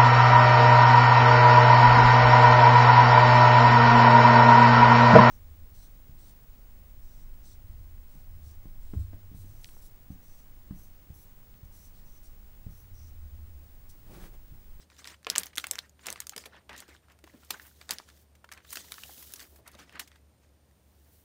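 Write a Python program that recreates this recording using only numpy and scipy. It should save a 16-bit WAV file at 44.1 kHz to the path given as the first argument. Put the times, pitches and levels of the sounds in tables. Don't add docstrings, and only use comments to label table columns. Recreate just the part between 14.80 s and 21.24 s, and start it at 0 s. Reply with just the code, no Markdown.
import sys
import numpy as np
from scipy import signal
from scipy.fft import rfft, irfft, next_fast_len
from scipy.io import wavfile
from scipy.ndimage import uniform_filter1d, map_coordinates

SR = 44100
rng = np.random.default_rng(int(sys.argv[2]) if len(sys.argv) > 2 else 0)


def put_to_file(sound):
    columns = np.atleast_2d(sound).T
    safe = np.clip(columns, -1, 1)
    whole_steps = np.round(safe * 32767)
    wavfile.write(sys.argv[1], SR, whole_steps.astype(np.int16))


def attenuation_scalar(level_db):
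    decades = np.asarray(level_db, float) / 20
    return 10 ** decades


N = 283984


def unit(x):
    return x / np.sqrt(np.mean(x ** 2) + 1e-20)


def along(points, hz):
    f, value = np.transpose(points)
    return np.interp(np.log(hz + 1), np.log(f + 1), value)


def louder(*levels_db):
    return 10 * np.log10(sum(attenuation_scalar(2 * level) for level in levels_db))


def wobble(rate):
    knots = rng.standard_normal(int(N * 400 / SR) + 4)
    return map_coordinates(knots, [np.arange(N) * rate / SR])


def filtered(x, response):
    m = next_fast_len(x.shape[-1] + 8192)
    spectrum = rfft(x, m) * response(np.fft.rfftfreq(m, 1 / SR))
    return irfft(spectrum, m)[..., :x.shape[-1]]


def resonance(f, hz, width_hz):
    return 1j * f * width_hz / (hz * hz - f * f + 1j * f * width_hz + 1e-9)


def noise(response):
    return unit(filtered(rng.standard_normal(N), response))


def snaps(rows):
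    out, t = np.zeros(N + SR), np.arange(4096) / SR
    for s, crack_db, hz, dull_db, bright_db, spread in rows:
        shake = rng.standard_normal((4, len(t)))
        u = t / np.clip(0.37 * spread, .0001, .004)
        flip = u * np.exp(1 - u)

        spit = unit(filtered(shake[2], lambda f: resonance(f, hz, 1.5 * hz) ** 2))
        ragged = np.clip(0.15 + 0.098 * hz * spread, 0, 3)
        crack = flip * (np.sin(2 * np.pi * hz * t) + ragged * spit)
        crack = attenuation_scalar(crack_db) * crack / np.abs(crack).max()

        quick_shudder = attenuation_scalar(-60 * t / (0.0043 + 5 * spread))
        slow_settling = attenuation_scalar(-23.5 - 60 * t / 0.046)
        fade = (quick_shudder + slow_settling) * (1 - np.exp(-u))
        dull = unit(filtered(shake[0], lambda f: resonance(f, 1600, 2100) ** 2))
        centre = np.sqrt(hz * 8000)
        bright = unit(filtered(shake[1], lambda f: resonance(f, centre, 1.7 * centre)
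                               * resonance(f, 6000, 16000)))
        rattle = fade * (attenuation_scalar(dull_db) * dull + attenuation_scalar(bright_db) * bright)

        sizzle = unit(filtered(shake[3], lambda f: resonance(f, 14000, 7000) ** 2))
        sizzle = attenuation_scalar(bright_db - 13.0) * flip * sizzle
        out[round(s * SR):][:len(t)] += crack + rattle + sizzle
    return out[:N]


def ticks(rustle_db, crinkle_db):
    count, size_spread_db = 130, 2.5
    crack_db, rattle_db = 4, -12
    usual_hz, usual_spread_s = 1800, .0015
    film_db = louder(rustle_db, crinkle_db)
    busy = np.cumsum(attenuation_scalar(.5 * film_db))
    chance, where = rng.standard_normal((count, 5)), rng.random(count)
    at = np.searchsorted(busy, where * busy[-1]).clip(0, N - 1)
    size_db = crack_db + size_spread_db * chance[:, 0]
    hz = np.clip(usual_hz * np.exp(0.7 * chance[:, 1]), 700, 15000)
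    dull_db = rustle_db[at] + size_db + rattle_db + 3 * chance[:, 2]
    bright_db = crinkle_db[at] + size_db + rattle_db + 3 * chance[:, 3]
    spread_s = usual_spread_s * np.exp(0.21 * chance[:, 4])
    return zip(at / SR, film_db[at] + size_db, hz, dull_db, bright_db, spread_s)


def motion():
    # peak t/s, swell time/s, hold time/s, rustle level/dB, crinkle level/dB
    shakes = [(.005,.02,.02,-72.5,-65),(0.111,.02,.02,-70.5,-69.5),(0.185,0.035,.03,-62.5,-59.5),(0.274,.04,.04,-53.5,-53.5),(0.491,0.033,.04,-49,-58),(0.575,.015,.03,-45,-48),(0.643,0.027,.03,-58.5,-58.5),(0.787,0.018,0.015,-55,-46.5),(0.851,.03,.06,-61.5,-61.5),
              (0.934,.02,0.054,-61,-59),(1.023,.03,.03,-63.5,-67),(1.211,.04,.03,-66.5,-66),(1.276,.06,.04,-48.5,-52),(1.357,0.033,.03,-61,-65.5),(1.415,0.0301,.02,-69.5,-61),(1.515,0.044,0.0091,-71,-62),(1.581,.02,.03,-61.5,-54.5),(1.644,.04,0.028,-63,-65.5),
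              (1.728,0.033,0.049,-57.5,-82.5),(1.898,0.0087,.06,-52,-70),(1.979,.03,.045,-57,-58),(2.085,.02,.065,-62,-64.5),(2.236,0.027,.01,-71.5,-78.5),(2.298,.03,.02,-65.5,-78),(2.478,.03,.03,-65.5,-70.5),
              (2.545,.04,.03,-70,-75.5),(2.63,0.026,.02,-66.5,-66.5),(2.715,0.022,.03,-50,-55.5),(2.803,0.022,.065,-63,-69.5),(3.012,.02,0.017,-64,-64),(3.11,.025,0.018,-46,-45.5),(3.183,.02,.015,-58.5,-60.5),(3.285,.015,.02,-67.5,-66),
              (3.732,.02,.02,-60,-62),(3.776,.03,.01,-58.5,-76.5),(3.917,.08,.01,-62,-51.5),(3.97,0.049,.03,-58.5,-49),(4.596,.04,.04,-58.5,-57),(4.868,.04,.02,-61,-67.5),(4.928,.03,.02,-64,-68),(4.991,.06,.04,-57.5,-61.5),
              (5.087,.04,.02,-63.5,-71.5),(5.139,.03,0.036,-53.5,-78),(5.206,.01,.012,-56,-53),(5.3,0.027,.07,-72.5,-77.5),(5.63,0.035,.01,-78.5,-74.5)]
    # t/s, hiss level/dB, rasp level/dB
    slides = [
        [(2.45,-83,-82.5),(2.5,-74,-76),(2.7,-70,-71.5),(2.85,-59,-70.5),(2.94,-68.5,-70.5),(3.25,-77,-70.5),(3.42,-66.5,-72),(3.46,-88,-85.5)],
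        [(3.82,-83,-81),(3.93,-48,-58.5),(4.02,-61,-60.5),(4.09,-57,-58),(4.23,-56,-58),(4.43,-52,-60),(4.55,-60,-59.5),(4.62,-54.5,-62.5),(4.67,-64,-74.5),(4.78,-66.5,-72.5),(4.81,-73,-78)],
        [(5.8,-92,-91),(6.0,-80.5,-87),(6.18,-75.5,-78.5),(6.36,-67.5,-76.5),(6.44,-72,-81.5)],
    ]
    swell_db, settle_db_per_s = 24.5, 399.5
    t = np.arange(0, N / SR + .002, .002)
    s, swell_s, hold_s, rustle_db, crinkle_db = np.transpose(shakes)[..., None]
    swell = np.minimum(swell_db * (t - s) / np.abs(swell_s), 0)
    settle = settle_db_per_s * np.maximum(t - s - hold_s, 0)
    shape_db = np.maximum(swell - settle, -80)
    rustle = louder(*(rustle_db + shape_db))
    crinkle = louder(*(crinkle_db + shape_db))

    def slide_level(column):
        curves = [np.interp(t, *np.transpose(rows)[[0, column]], left=-120, right=-120) for rows in slides]
        return louder(*curves)

    hiss, rasp = slide_level(1), slide_level(2)
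    handling = louder(rustle - 8, rasp - 9.5, -72.5)
    dragged_rustle = louder(rustle, rasp - 8)
    fine_hiss = louder(crinkle - 9.5, hiss)
    levels = handling, dragged_rustle, crinkle, rasp, fine_hiss
    return [np.interp(np.arange(N) / SR, t, level) for level in levels]


def patchy(x, depth_db):
    z = signal.stft(x, nperseg=256)[2]
    field = uniform_filter1d(rng.standard_normal(z.shape), size=3, axis=0)
    field = uniform_filter1d(field, size=4, axis=1)
    return unit(signal.istft(z * attenuation_scalar(depth_db * unit(field)), nperseg=256)[1][:N])


def film(handling_db, rustle_db, crinkle_db, rasp_db, peel_db):
    # f/Hz, relative level per Hz/dB
    handling_colour = [(100, -16.5), (180, -2.5), (600, -7), (1000, -16.5)]
    rustle_colour = [(400, -18.5), (900, -6), (1300, -3.5), (1800, 0), (2300, -5.5), (3000, -9.5),
                     (5000, -17.5)]
    crinkle_colour = [(1500, -32), (3000, 4.5), (6300, 4.5), (9000, 0.5), (14000, -22.5)]
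    peel_colour = [(6000, -13), (10000, -4.5), (13000, -2), (15200, 2.5), (17000, -9)]

    def band(colour):
        points = [(23, -97)] + colour + [(22000, -88)]
        return noise(lambda f: attenuation_scalar(along(points, f)))

    clumps, grains = wobble(70), wobble(430)
    handling = attenuation_scalar(handling_db + 0.73 * wobble(30)) * band(handling_colour)
    rustle_gain = attenuation_scalar(rustle_db + 2.0 * wobble(90) + 1.4 * grains)
    rustle = rustle_gain * patchy(band(rustle_colour), depth_db=4.0)
    crinkle_gain = attenuation_scalar(crinkle_db + 2.4 * clumps + 0.46 * grains)
    crinkle = crinkle_gain * patchy(band(crinkle_colour), depth_db=5.0)
    peel = attenuation_scalar(peel_db + 0.97 * clumps + 0.84 * grains) * band(peel_colour)
    rasp = attenuation_scalar(rasp_db + 1.0 * clumps + 2.2 * wobble(350)) * band(crinkle_colour)
    return handling + rustle + crinkle + rasp + peel


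def thumps():
    # t/s, level before a common cut/dB, f/Hz, time to fade by 60 dB before limits/s
    jolts = [(0.467, -31, 540, 0.057), (0.557, -44.5, 541, 0.11), (0.776, -41.5, 370, 0.05),
             (0.914, -44.5, 504, 0.096), (1.267, -38.5, 540, 0.16), (1.56, -41.5, 325, 0.12),
             (1.656, -43.5, 547, 0.093), (1.892, -39, 541, 0.049), (2.086, -50.5, 346, 0.08),
             (2.438, -41, 347, 0.033), (2.537, -40, 230, 0.093), (2.703, -36, 335, 0.04),
             (3.094, -38, 358, 0.044), (3.967, -40, 400, 0.06), (4.376, -45, 318, 0.043),
             (4.531, -49, 348, 0.066), (4.62, -50.5, 400, 0.1), (4.72, -58.5, 404, 0.36),
             (4.784, -51.5, 470, 0.14), (4.87, -46.5, 830, 0.06), (4.95, -40.5, 374, 0.036),
             (5.0, -51.5, 250, 0.13), (5.144, -47, 288, 0.12), (5.2, -50.5, 300, 0.075),
             (6.282, -54.5, 300, 0.064)]
    out, t = np.zeros(N + SR), np.arange(8192) / SR
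    for s, db, hz, t60 in jolts:
        puff = unit(filtered(rng.standard_normal(len(t)), lambda f: resonance(f, hz, 1.0 * hz) ** 2))
        fade = attenuation_scalar(db - 3.5 - 60 * t / np.clip(t60, .01, .3))
        onset = 1 - np.exp(-t / 0.003)
        out[round(s * SR):][:len(t)] += fade * onset * puff
    return out[:N]


def room(x):
    # f/Hz, time to fade by 60 dB/s
    echo_times = [(300, 0.35), (1000, 0.074), (3000, 0.062), (8000, 0.049), (15000, 0.11)]
    out, step = np.zeros(N + SR), SR // 4
    for start in range(0, N, step):
        hz, t, z = signal.stft(rng.standard_normal(SR // 2), SR, nperseg=256)
        fade = attenuation_scalar(-60 * t / along(echo_times, hz)[:, None])
        tail = signal.istft(z * fade, SR, nperseg=256)[1]
        answer = signal.fftconvolve(x[start:start + step], tail / np.linalg.norm(tail))
        out[start + 90:][:len(answer)] += answer
    return out[:N]


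def quiet():
    # f/Hz, relative level per Hz/dB
    air_colour = [(15, -34.5), (25, -19), (76, 0.5), (136, -4.5), (415, -19.5), (1760, -24.5), (7670, -30),
                  (8790, -38.5), (9810, -34), (15200, -29.5), (16900, -67.5)]
    # f/Hz, rms level/dB
    hum_lines = [(73.2, -66), (100.3, -82.5)]
    t = np.arange(N) / SR
    air = attenuation_scalar(-68.0) * noise(lambda f: attenuation_scalar(along(air_colour, f)))
    hum = sum(attenuation_scalar(db) * np.sqrt(2) * np.sin(2 * np.pi * hz * t) for hz, db in hum_lines)
    rumble = attenuation_scalar(-70.5) * noise(lambda f: resonance(f, 68.4, 9.2) ** 2)
    whirr = attenuation_scalar(-82.5) * noise(lambda f: resonance(f, 8900, 500) ** 2)
    return air + hum + rumble + whirr


def scene():
    # t/s, crack peak level/dB, crack f/Hz,
    # dull rattle level/dB, bright rattle level/dB, spread/s (longer: slower flip, longer rattle)
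    big_creases = [(.1004,-48,4370,-50.5,-74.5,0.0024),(.118,-49.5,1400,-69,-68.5,.0012),(.1657,-49.5,3550,-63,-63.5,.0024),(.1891,-50,2010,-50,-52,0.0049),(.2443,-30.5,3920,-41,-60,0.00053),(.2523,-43,1900,-38,-45,0.0042),
                   (.274,-28,5060,-42,-57,0.001),(.342,-49.5,2810,-44,-66,0.0028),(.43,-50,1760,-63,-52,0.00031),(.447,-33,4900,-42,-65,0.00018),
                   (.468,-27.5,1190,-23,-43.5,0.0012),(.5004,-8.5,5280,-29.5,-32,0.0013),(.5135,-31,4930,-54,-48,0.00088),(.554,-21.5,3000,-32,-52,0.0019),
                   (.56,-10,5940,-18.5,-38.5,.00023),(.5819,-0.5,7870,-30,-30,0.0002),(.5969,-25,9600,-44.5,-47,0.0019),(.6335,-24.5,4690,-40,-32,0.0015),
                   (.6585,-26,14900,-67,-43,.0007),(.667,-31,6100,-41,-50,.0016),(.7307,-48.5,1900,-69,-71,0.0078),(.7556,-32.5,5430,-48,-41,0.001),
                   (.762,-32,8460,-48,-52.5,0.00097),(.7736,-24,6400,-29,-31,0.00084),(.781,-12,3400,-19,-20.5,0.00089),(.7982,-30,3800,-55,-52,0.0017),
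                   (.8407,-24.5,2170,-30.5,-37,0.0032),(.8688,-23.5,8250,-31.5,-37,0.00094),(.9116,-11.5,7940,-35,-21.5,0.001),(.9334,-35.5,1800,-38,-37,0.0022),
                   (.9556,-26,6040,-36.5,-58,0.00039),(.9843,-29.5,1510,-58,-36,0.0027),(.9896,-15.5,3970,-62,-36.5,0.00052),(1.095,-45.5,6920,-73,-59.5,0.0012),
                   (1.1925,-54.5,1910,-49,-77.5,0.0024),(1.258,-32.5,3360,-42,-43,0.0033),(1.2672,-22.5,7000,-32.5,-37,0.003),(1.2851,-23,2500,-30,-48,0.001),
                   (1.3025,-21.5,6260,-44,-51,0.0015),(1.3266,-21.5,8170,-36,-49,0.001),(1.359,-45,1970,-33.5,-60,0.00061),(1.3762,-48,1800,-42,-64,0.0018),
                   (1.4026,-20,6650,-36.5,-49,0.0021),(1.4184,-46,2380,-45.5,-49,.0042),(1.4685,-28.5,6440,-44,-59,0.0023),(1.4944,-21.5,6440,-47,-38,0.0013),
                   (1.5222,-47.5,810,-57,-64,0.0064),(1.5329,-48,1200,-44,-70,0.0062),(1.563,-27.5,4860,-38,-55,0.0027),(1.5782,-24.5,5140,-36.5,-39,.0032),
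                   (1.6384,-42,2330,-46,-65,0.0024),(1.6557,-34,2450,-53,-40.5,0.0075),(1.7455,-47,910,-56,-70,0.002),(1.7656,-49,2790,-47,-83,0.0012),
                   (1.8927,-52.5,2770,-35,-52,0.0041),(1.9285,-51,1310,-40,-66,0.0038),(1.9631,-42,3780,-57,-51,0.0032),(1.978,-54,1840,-65,-38,0.0024),
                   (2.0032,-33.5,8150,-41.5,-35,0.00082),(2.0245,-41,1540,-50,-66,0.0012),(2.0804,-56,1020,-62,-50,.0014),(2.0884,-60,2220,-60,-53.5,0.0056),
                   (2.1501,-44,1430,-69,-73.5,0.00065),(2.1648,-44.5,3170,-67.5,-75,0.0011),(2.2833,-52,1310,-69.5,-66.5,0.0035),(2.2996,-50.5,2170,-61,-64,0.002),
                   (2.318,-52.5,2750,-75,-58,0.0052),(2.3887,-52,6800,-55,-66.5,0.0028),(2.4403,-56,1074,-43.5,-45,0.0023),(2.4666,-51,15180,-54,-64,0.0033),(2.4747,-44.5,990,-50,-82,.0025),
                   (2.6338,-52,1050,-49,-66,0.0012),(2.6468,-55,13050,-70,-50,0.0034),(2.7051,-22,2320,-28,-20.5,0.0037),(2.7583,-55,1730,-60,-62,0.0025),
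                   (2.7976,-35,1740,-53,-65,.0012),(2.818,-59,1750,-61,-48,.002),(2.8388,-61,1770,-63,-67,0.0017),(2.852,-60,1840,-66,-68,0.0013),(2.872,-61,1800,-66,-66,0.0018),(2.9127,-54,1490,-69,-66,0.003),(2.8649,-42.5,14000,-68,-68,0.0082),
                   (3.013,-39,3700,-42.5,-63,0.0027),(3.0921,-28,3710,-33,-54,.0018),(3.099,-36,800,-39,-59,0.0031),(3.1075,-16.5,4660,-34,-21,0.0025),
                   (3.1177,-27,4940,-54,-39,0.0028),(3.1359,-25,14800,-62,-53,.0011),(3.185,-25,4900,-48,-42,0.00031),(3.1999,-36.5,1050,-61,-51,.001),
                   (3.2872,-48.5,5900,-49,-67,0.0038),(3.3,-47,4350,-49,-65,0.0019),(3.3739,-55,1790,-63,-79.5,0.0013),(3.5512,-61,2640,-56,-56.5,0.0052),
                   (3.6428,-40.5,1397,-49,-52,0.0038),(3.6901,-39.5,1510,-42,-67,0.0011),(3.7158,-37,1710,-59,-42.5,0.0043),(3.7227,-33,5400,-38.5,-43,0.0026),
                   (3.7355,-39.5,5500,-62,-47,0.0018),(3.7755,-36,2300,-60,-50,0.00078),(3.804,-50,1590,-59,-67,0.0022),(3.8472,-52,1780,-46,-57,0.0034),
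                   (3.9056,-31,6800,-51.5,-56,0.0016),(3.9264,-36,15300,-39,-28.5,0.0061),(3.9556,-33,1680,-41,-29.5,0.0033),(3.9711,-22.5,2600,-26,-31,0.00077),
                   (4.043,-53.5,960,-66,-51,.008),(4.1202,-23.5,3870,-30,-28,0.00068),(4.1415,-29,4890,-39,-55,0.0003),(4.1816,-39,1220,-38,-63,0.0023),
                   (4.235,-30,2860,-45,-41,0.0029),(4.293,-44,795,-60,-69,0.005),(4.3744,-51,14380,-60,-59,.004),(4.4249,-49,15030,-45.5,-40.5,0.0039),
                   (4.522,-34,14000,-61,-40,.00098),(4.537,-37,14100,-43,-27.5,0.0013),(4.558,-37,5820,-65,-53,0.0069),(4.594,-38.5,4680,-42,-53,0.003),
                   (4.6021,-33.5,4700,-55,-57,0.0025),(4.6121,-47,1530,-49,-65,0.0035),(4.6277,-49,4600,-68,-48,.0024),(4.758,-53,15030,-54.5,-51.5,0.0072),
                   (4.9147,-63,13700,-59.5,-50,0.0041),(4.876,-43,7800,-44,-40,0.0036),(4.9496,-44.5,3790,-52,-71,0.0034),(4.988,-53,1470,-46,-52,0.013),(5.0945,-41.5,2860,-46,-75,0.00095),
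                   (5.124,-48,1810,-71,-55,0.0043),(5.1484,-48,1550,-63,-75.5,0.0095),(5.1548,-37,1570,-46,-73,0.0055),(5.194,-33,1900,-31.5,-27.5,0.0062),
                   (5.2744,-52,2200,-69,-47.5,0.0063),(5.3164,-50,3630,-48.5,-66,0.0013),(5.3569,-51,1570,-57.5,-59,0.0055),(5.6332,-63.5,1576,-66.5,-65.5,0.0035),
                   (5.691,-64,4960,-68.5,-68,.0015),(5.9111,-63,1820,-69,-62,0.0018)]
    levels = motion()
    _, rustle_db, crinkle_db, rasp_db, _ = levels
    small_creases = list(ticks(rustle_db, louder(crinkle_db, rasp_db)))
    creases = snaps(big_creases + small_creases) + thumps()
    return (creases + attenuation_scalar(-11.5) * room(creases) + film(*levels) + quiet())[None]


def low_pass(x):
    return signal.sosfilt(signal.butter(12, 17070, fs=SR, output="sos"), x)


def record(dry):
    top_hz, slope_hz = 15900, 250
    rounded = dry / (1 + np.abs(dry / .95) ** 4) ** (1 / 4)
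    mix = filtered(rounded, lambda f: np.clip((top_hz - f) / slope_hz, 0, 1))
    return low_pass(mix)


dry = scene()
out = record(dry)
put_to_file(out)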